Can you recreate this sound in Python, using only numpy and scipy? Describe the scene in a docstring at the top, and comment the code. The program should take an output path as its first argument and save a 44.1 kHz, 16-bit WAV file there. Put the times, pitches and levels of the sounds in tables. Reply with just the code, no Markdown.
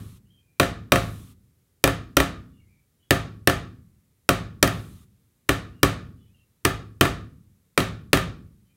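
"""Tapping tabs on a circuit board

On a workbench in a small room, a small steel tool taps metal tabs on a board held down by hand,
two blows at a time, often with a rebound. A blow is a bright tick of steel, a short crack of the board
and a low knock of the bench, each a set of dying sines; nearby surfaces and noise-built room tails answer.
Behind lie shaped noise (rumble and hiss), hiss that starts after some blows, and far whistling made of
blurred gliding tones, probably a bird. The hardest peaks overload the microphone input."""
import sys
import numpy as np
from scipy import signal
from scipy.fft import rfft, irfft
from scipy.io import wavfile
from scipy.ndimage import uniform_filter1d

SR = 44100
rng = np.random.default_rng(int(sys.argv[2]) if len(sys.argv) > 2 else 0)


def magnitude_from_level(level_db):
    """Linear magnitude for a level in decibels (20 dB per decade)."""
    exponent = np.asarray(level_db, float) / 20
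    return 10 ** exponent


def wrap_up_sound(samples):
    """Save the sound to the file named by the first command line argument, as 16-bit audio."""
    columns = np.atleast_2d(samples).T
    # keep every value between -1 and 1, then stretch to whole-number steps
    tamed = np.clip(columns, -1, 1)
    steps = np.round(tamed * 32767).astype(np.int16)
    wavfile.write(sys.argv[1], SR, steps)


N = 386316  # length in samples
LEAD = SR // 2  # samples of run-up, for a blow already ringing out at the start


def evened(x):
    """Scales to rms 1."""
    return x / np.sqrt(np.mean(x ** 2) + 1e-20)


def read(points, hz):
    """Reads a table along log frequency."""
    table_hz, value = np.transpose(points)
    return np.interp(np.log(hz + 1), np.log(table_hz + 1), value)


def add(mix, at, sound):
    """Mixes a sound in from sample at, cut off at the end of the mix."""
    part = mix[at:at + len(sound)]
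    part += sound[:len(part)]


def ring(modes, seconds):
    """Dying sines, one per mode; neighbouring modes start in opposite directions."""
    t = np.arange(round(seconds * SR)) / SR
    return sum((-1) ** k * magnitude_from_level(db - 60 * t / t60) * np.sin(2 * np.pi * hz * t)
               for k, (hz, db, t60) in enumerate(modes))


def coloured_noise(spectrum):
    """Steady noise of rms 1 with the given spectrum."""
    hz = np.fft.rfftfreq(N, 1 / SR)
    shaped = rfft(rng.standard_normal(N)) * magnitude_from_level(read(spectrum, hz))
    return evened(irfft(shaped, N))


# steady background at the microphone, relative spectrum: (pitch_hz, level_db)
FLOOR_SPECTRUM = [(15, -20), (25, -4), (97, 5.5), (373, -10), (427, -10), (545, -14.5), (624, -19.5),
                  (988, -22.5), (1070, -22.5), (1160, -23.5), (2050, -21), (2840, -26), (5280, -25),
                  (16000, -20.5)]


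def floor():
    """Faint rumble and hiss: steady noise, strongest near 100 Hz."""
    return magnitude_from_level(-67.5) * coloured_noise(FLOOR_SPECTRUM)


# far whistled notes: (start_s, length_s, first_pitch_hz, last_pitch_hz, level_db)
WHISTLED_NOTES = [(.25, .07, 2810, 3150, -77), (0.301, 0.1, 3180, 3160, -68.5),
                  (0.378, 0.25, 2470, 2350, -77.5), (2.469, .11, 3480, 3450, -87),
                  (2.53, .08, 2900, 2810, -73.5), (2.595, 0.081, 2270, 2150, -75),
                  (2.681, .12, 2370, 2280, -72.5), (2.99, 0.063, 3020, 2990, -75.5),
                  (3.022, 0.11, 3330, 3370, -75.5), (5.73, 0.075, 2850, 2810, -71),
                  (6.177, .1, 3010, 3010, -76), (6.186, 0.092, 3390, 3400, -81),
                  (6.25, 0.08, 2300, 2650, -81), (6.335, 0.084, 2820, 2750, -71.5),
                  (6.355, 0.046, 3100, 3100, -77), (8.65, 0.068, 3057, 3056, -80.5),
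                  (8.686, 0.06, 2460, 2430, -78.5)]


def whistles():
    """Gliding notes blurred by distance: a tone with wandering strength and an echoing end."""
    width_hz, rise_s, t60_s = 140, 0.006, 0.16
    out, t = np.zeros(N), np.arange(SR // 2) / SR
    keep = np.exp(-np.pi * width_hz / SR)
    two_poles = np.convolve([1, -keep], [1, -keep])
    draws = rng.standard_normal((len(WHISTLED_NOTES), 2, len(t)))
    for (start, length, first_hz, last_hz, db), noise in zip(WHISTLED_NOTES, draws):
        turns = np.cumsum(np.interp(t, [0, length], [first_hz, last_hz])) / SR
        blur = signal.lfilter([1], two_poles, noise[0] + 1j * noise[1])
        tone = evened((blur * np.exp(2j * np.pi * turns)).real)
        level = np.minimum(t / rise_s, 1) * magnitude_from_level(db - 60 * np.maximum(t - length, 0) / t60_s)
        add(out, round(start * SR), level * tone)
    return out


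# hiss that stands up after some blows: (start_s, level_db)
SWELLS = [(-.22, -47.5), (0.929, -46.5), (4.643, -50.5)]
# its relative spectrum: (pitch_hz, level_db)
SWELL_SPECTRUM = [(590, -20), (1000, -6.5), (1230, -1.5), (1520, -12), (3930, -6), (4680, -12.5),
                  (10200, -7.5), (16000, -11)]


def hiss_swells():
    """Wide noise that starts at once, sinks slowly, drops quickly and then stays on very faintly."""
    hold_s, drop_s = 0.395, 0.035
    sink_db, drop_db = -13.5, -27
    t, level = np.arange(N) / SR, np.zeros(N)
    for start, db in SWELLS:
        shape_db = np.interp(t - start, [0, hold_s, hold_s + drop_s], [0, sink_db, sink_db + drop_db])
        level += (t >= start) * magnitude_from_level(db + shape_db)
    return level * coloured_noise(SWELL_SPECTRUM)


# decay of the small room: (pitch_hz, t60_s)
ROOM_DECAY = [(45, 1), (100, 0.98), (180, 0.92), (300, 0.71), (700, .35), (1200, 0.41), (2000, 0.36),
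              (5000, 0.37), (13500, 0.2)]
# relative colour of its tail: (pitch_hz, level_db)
ROOM_TONE = [(30, -20.5), (60, 0.5), (100, -2), (200, -4), (400, -4.5), (700, 4.5), (950, -1), (1200, 6.5),
             (1500, 3), (1850, -1), (2600, -5), (3300, -5), (3700, -3), (4200, -7), (5000, -8), (9000, -9),
             (16000, -12)]


def room(x):
    """Three dense noise tails, each band dying at its own speed, that trade places as time passes."""
    hz, t, z = signal.stft(rng.standard_normal((3, SR)), SR, nperseg=1024, noverlap=768)
    patches = uniform_filter1d(rng.standard_normal(z.shape), 9, 1)
    patches = evened(uniform_filter1d(patches, 4, 2))  # uneven walls
    decay_db = 60 * t / read(ROOM_DECAY, hz)[:, None]
    z *= magnitude_from_level(read(ROOM_TONE, hz)[:, None] - decay_db + 0.72 * patches)
    tails = signal.istft(z, SR, nperseg=1024, noverlap=768)[1]
    age = np.arange(tails.shape[1]) / SR
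    tails *= np.clip(age / 0.004, 0, 1)  # the reflections build up
    tails *= 1 + 9.7 * np.exp(-age / 0.0016)  # the clutter on the bench scatters first and strongest
    tails /= np.sqrt((tails ** 2).sum() / 3)
    turn = 2 * np.pi * 0.3 * np.arange(len(x)) / SR  # 0.3 turns a second
    shares = np.sqrt(2 / 3) * np.cos(turn + 2 * np.pi / 3 * np.arange(3)[:, None])
    return signal.oaconvolve(x * shares, tails, axes=1)[:, :len(x)].sum(0)


# the nearest surfaces: (delay_s, level_db)
NEAR_SURFACES = [(.0068, -24), (0.013, -21.5), (0.019, -23.5)]


def echoes(x):
    """The nearest surfaces send delayed, weaker copies back."""
    return x + sum(magnitude_from_level(db) * np.roll(x, round(delay * SR)) for delay, db in NEAR_SURFACES)


# modes of the bench top, relative levels: (pitch_hz, level_db, t60_s)
BENCH_MODES = [(51.6, -24.5, 0.52), (66.5, -21.5, 0.19), (85.6, -23, 0.22), (107, -22, 0.72),
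               (138.2, -31, 0.087), (140.7, -14, 0.19), (178.4, -26, 0.62), (226.8, -18.5, 0.14),
               (224, -27.5, 0.27), (242, -31, 0.15), (279.3, -13, 0.19), (356, -16, 0.11),
               (383.3, -17, .22), (414, -2, 0.026), (459, -23.5, 0.054), (532.4, -13.5, 0.18),
               (600.5, -11, 0.08), (693.3, -17.5, 0.29), (822, -27, 0.34)]
# drive of the upper modes, less and less as the tool works its way along the board: (time_s, level_db)
UPPER_DRIVE = [(0, 1), (4, -0.5), (6, -5), (8.701, -10)]


def bench(push):
    """The modes of the bench top ring after each push."""
    split_hz = 480
    upper = magnitude_from_level(np.interp((np.arange(len(push)) - LEAD) / SR, *np.transpose(UPPER_DRIVE)))
    low = ring([mode for mode in BENCH_MODES if mode[0] < split_hz], 1)
    high = ring([mode for mode in BENCH_MODES if mode[0] >= split_hz], 1)
    return (signal.oaconvolve(push, low) - signal.oaconvolve(push * upper, high))[:len(push)]


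# modes of the board under the hand, relative levels: (pitch_hz, level_db, t60_s)
BOARD_MODES = [(1128, -19.5, 0.11), (1211, -18, 0.079), (1416, -4, 0.016), (1426, -18.5, 0.056),
               (1811, -0.5, 0.0078), (1693, -23, 0.09), (2350, -5.5, 0.0091), (3117, -5, 0.0083),
               (3746, -5, 0.0058), (4420, -12, 0.0044)]


def board_ring(spot_hz):
    """The board's short ring; the spot struck favours the modes near spot_hz, by 3.1 dB an octave."""
    ringing = ring([(hz, db - 3.1 * abs(np.log2(hz / spot_hz)), t60) for hz, db, t60 in BOARD_MODES], 0.14)
    return ringing / np.linalg.norm(ringing)


CLICK = np.array([1, 0, -1])  # the bare click of metal meeting metal
# modes of the tool and tab, levels against the click: (pitch_hz, level_db, t60_s)
STEEL_MODES = [(5860, -10.5, 0.0062), (6600, -22, 0.0014), (9700, -15.5, 0.0056), (13500, -18, 0.0087)]


def steel_ring():
    """The bare click and the very short ring of tool and tab."""
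    ringing = ring(STEEL_MODES, 0.03)
    ringing[:3] += CLICK
    return ringing


def chatter(noise, fade_s):
    """The uneven force of a contact: a sharp first touch, then a few milliseconds of rattling."""
    force = noise ** 3 * np.exp(-np.arange(len(noise)) / (fade_s * SR))
    force[0] += 1.5
    return force / np.linalg.norm(force)


# every contact of the tool, rebounds included; the first is already ringing out at the start:
# (start_s, relative force_db, steel tick against force_db, pitch_hz favoured by the spot struck)
TOOL_CONTACTS = [(-.25, 6.5, -22, 1780), (0.598, 1.5, -19.5, 1895), (0.63, -10, -32, 2430),
                 (0.9199, 3, -19, 1903), (0.9573, -4, -24, 1450), (1.8399, 1, -11, 1831),
                 (1.8758, -6.5, -18, 1473), (2.1683, 0, -13.5, 1980), (2.1715, -7.5, -12.5, 4353),
                 (2.2012, -2, -22, 1470), (3.1077, 1.5, -16, 1898), (3.4733, 1, -14.5, 1866),
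                 (3.4974, -8, -18.5, 1880), (4.2902, 1.5, -15.5, 1722), (4.6275, 3, -11.5, 1710),
                 (4.6751, -11, -16.5, 1774), (5.4892, -18, -8.5, 1800), (5.4919, -0.5, -20, 1885),
                 (5.831, 2.5, -14.5, 1783), (6.6489, -13, -16, 2006), (6.6513, -0.5, -14, 1500),
                 (7.01, 3, -16.5, 1650), (7.052, -7.5, -26, 1438), (7.7765, 1, -20.5, 2283),
                 (7.8027, -10, -25, 2420), (8.131, 3.5, -17.5, 2414), (8.1723, -9, -21, 1863)]


def blows():
    """Each contact rattles board and steel in its own way and pushes the bench through a soft mat."""
    sharp, push, bare = np.zeros((3, N + 2 * LEAD))
    shove = signal.windows.hann(round(0.0012 * SR))  # the mat softens what reaches the bench
    steel = steel_ring()
    board_lag_s, bench_lag_s = 0.0005, 0.00054  # both answer a moment after the tick
    draws = rng.standard_normal((len(TOOL_CONTACTS), 2, 400))
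    for (s, force_db, bright_db, spot_hz), noise in zip(TOOL_CONTACTS, draws):
        at = LEAD + round(s * SR)
        tick_db = force_db + bright_db
        knock_db = 1.05 * force_db - 16  # the knock grows slightly faster than the force
        board = board_ring(spot_hz)
        crack = np.convolve(chatter(noise[0], 0.002), board)
        tick = np.convolve(chatter(noise[1], 0.0012), steel)
        add(sharp, at + round(board_lag_s * SR), magnitude_from_level(force_db + 10.5) * crack / np.linalg.norm(crack))
        add(sharp, at, magnitude_from_level(tick_db + 22.0) * tick / np.linalg.norm(tick))
        add(push, at + round(bench_lag_s * SR), magnitude_from_level(knock_db) * shove / shove.sum())
        # the blow as the walls receive it: rattle smoothed away, the ring of the board kept
        bare[at + len(shove) // 2] += magnitude_from_level(force_db + 5.5)
        add(bare, at, magnitude_from_level(force_db - 0.5) * board)
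        add(bare, at, magnitude_from_level(tick_db + 4.0) * CLICK)
    return sharp, magnitude_from_level(11.0) * bench(push), bare + magnitude_from_level(31.5) * push


def scene():
    """Blows on the bench, their room, and the background, on one channel."""
    sharp, knock, bare = blows()
    taps = echoes(sharp) + knock + room(bare)
    background = floor() + hiss_swells() + whistles()
    return (taps[LEAD:LEAD + N] + background)[None]


def band_limit(x):
    """A steep low-pass at the top of the band."""
    return signal.sosfilt(signal.butter(12, 16470, fs=SR, output="sos"), x)


def record(dry):
    """The microphone rounds off both ends, its input clips at full scale, then a steep 16 kHz low-pass."""
    microphone = signal.butter(2, [44.3, 15100], "band", fs=SR, output="sos")  # Hz
    heard = signal.sosfilt(microphone, dry)
    clipped = np.clip(heard, -1, 1)
    low_pass = signal.firwin(255, 16000, window=("kaiser", 6), fs=SR)
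    mix = signal.oaconvolve(clipped, low_pass[None], "same")
    return band_limit(mix)


dry = scene()
out = record(dry)
wrap_up_sound(out)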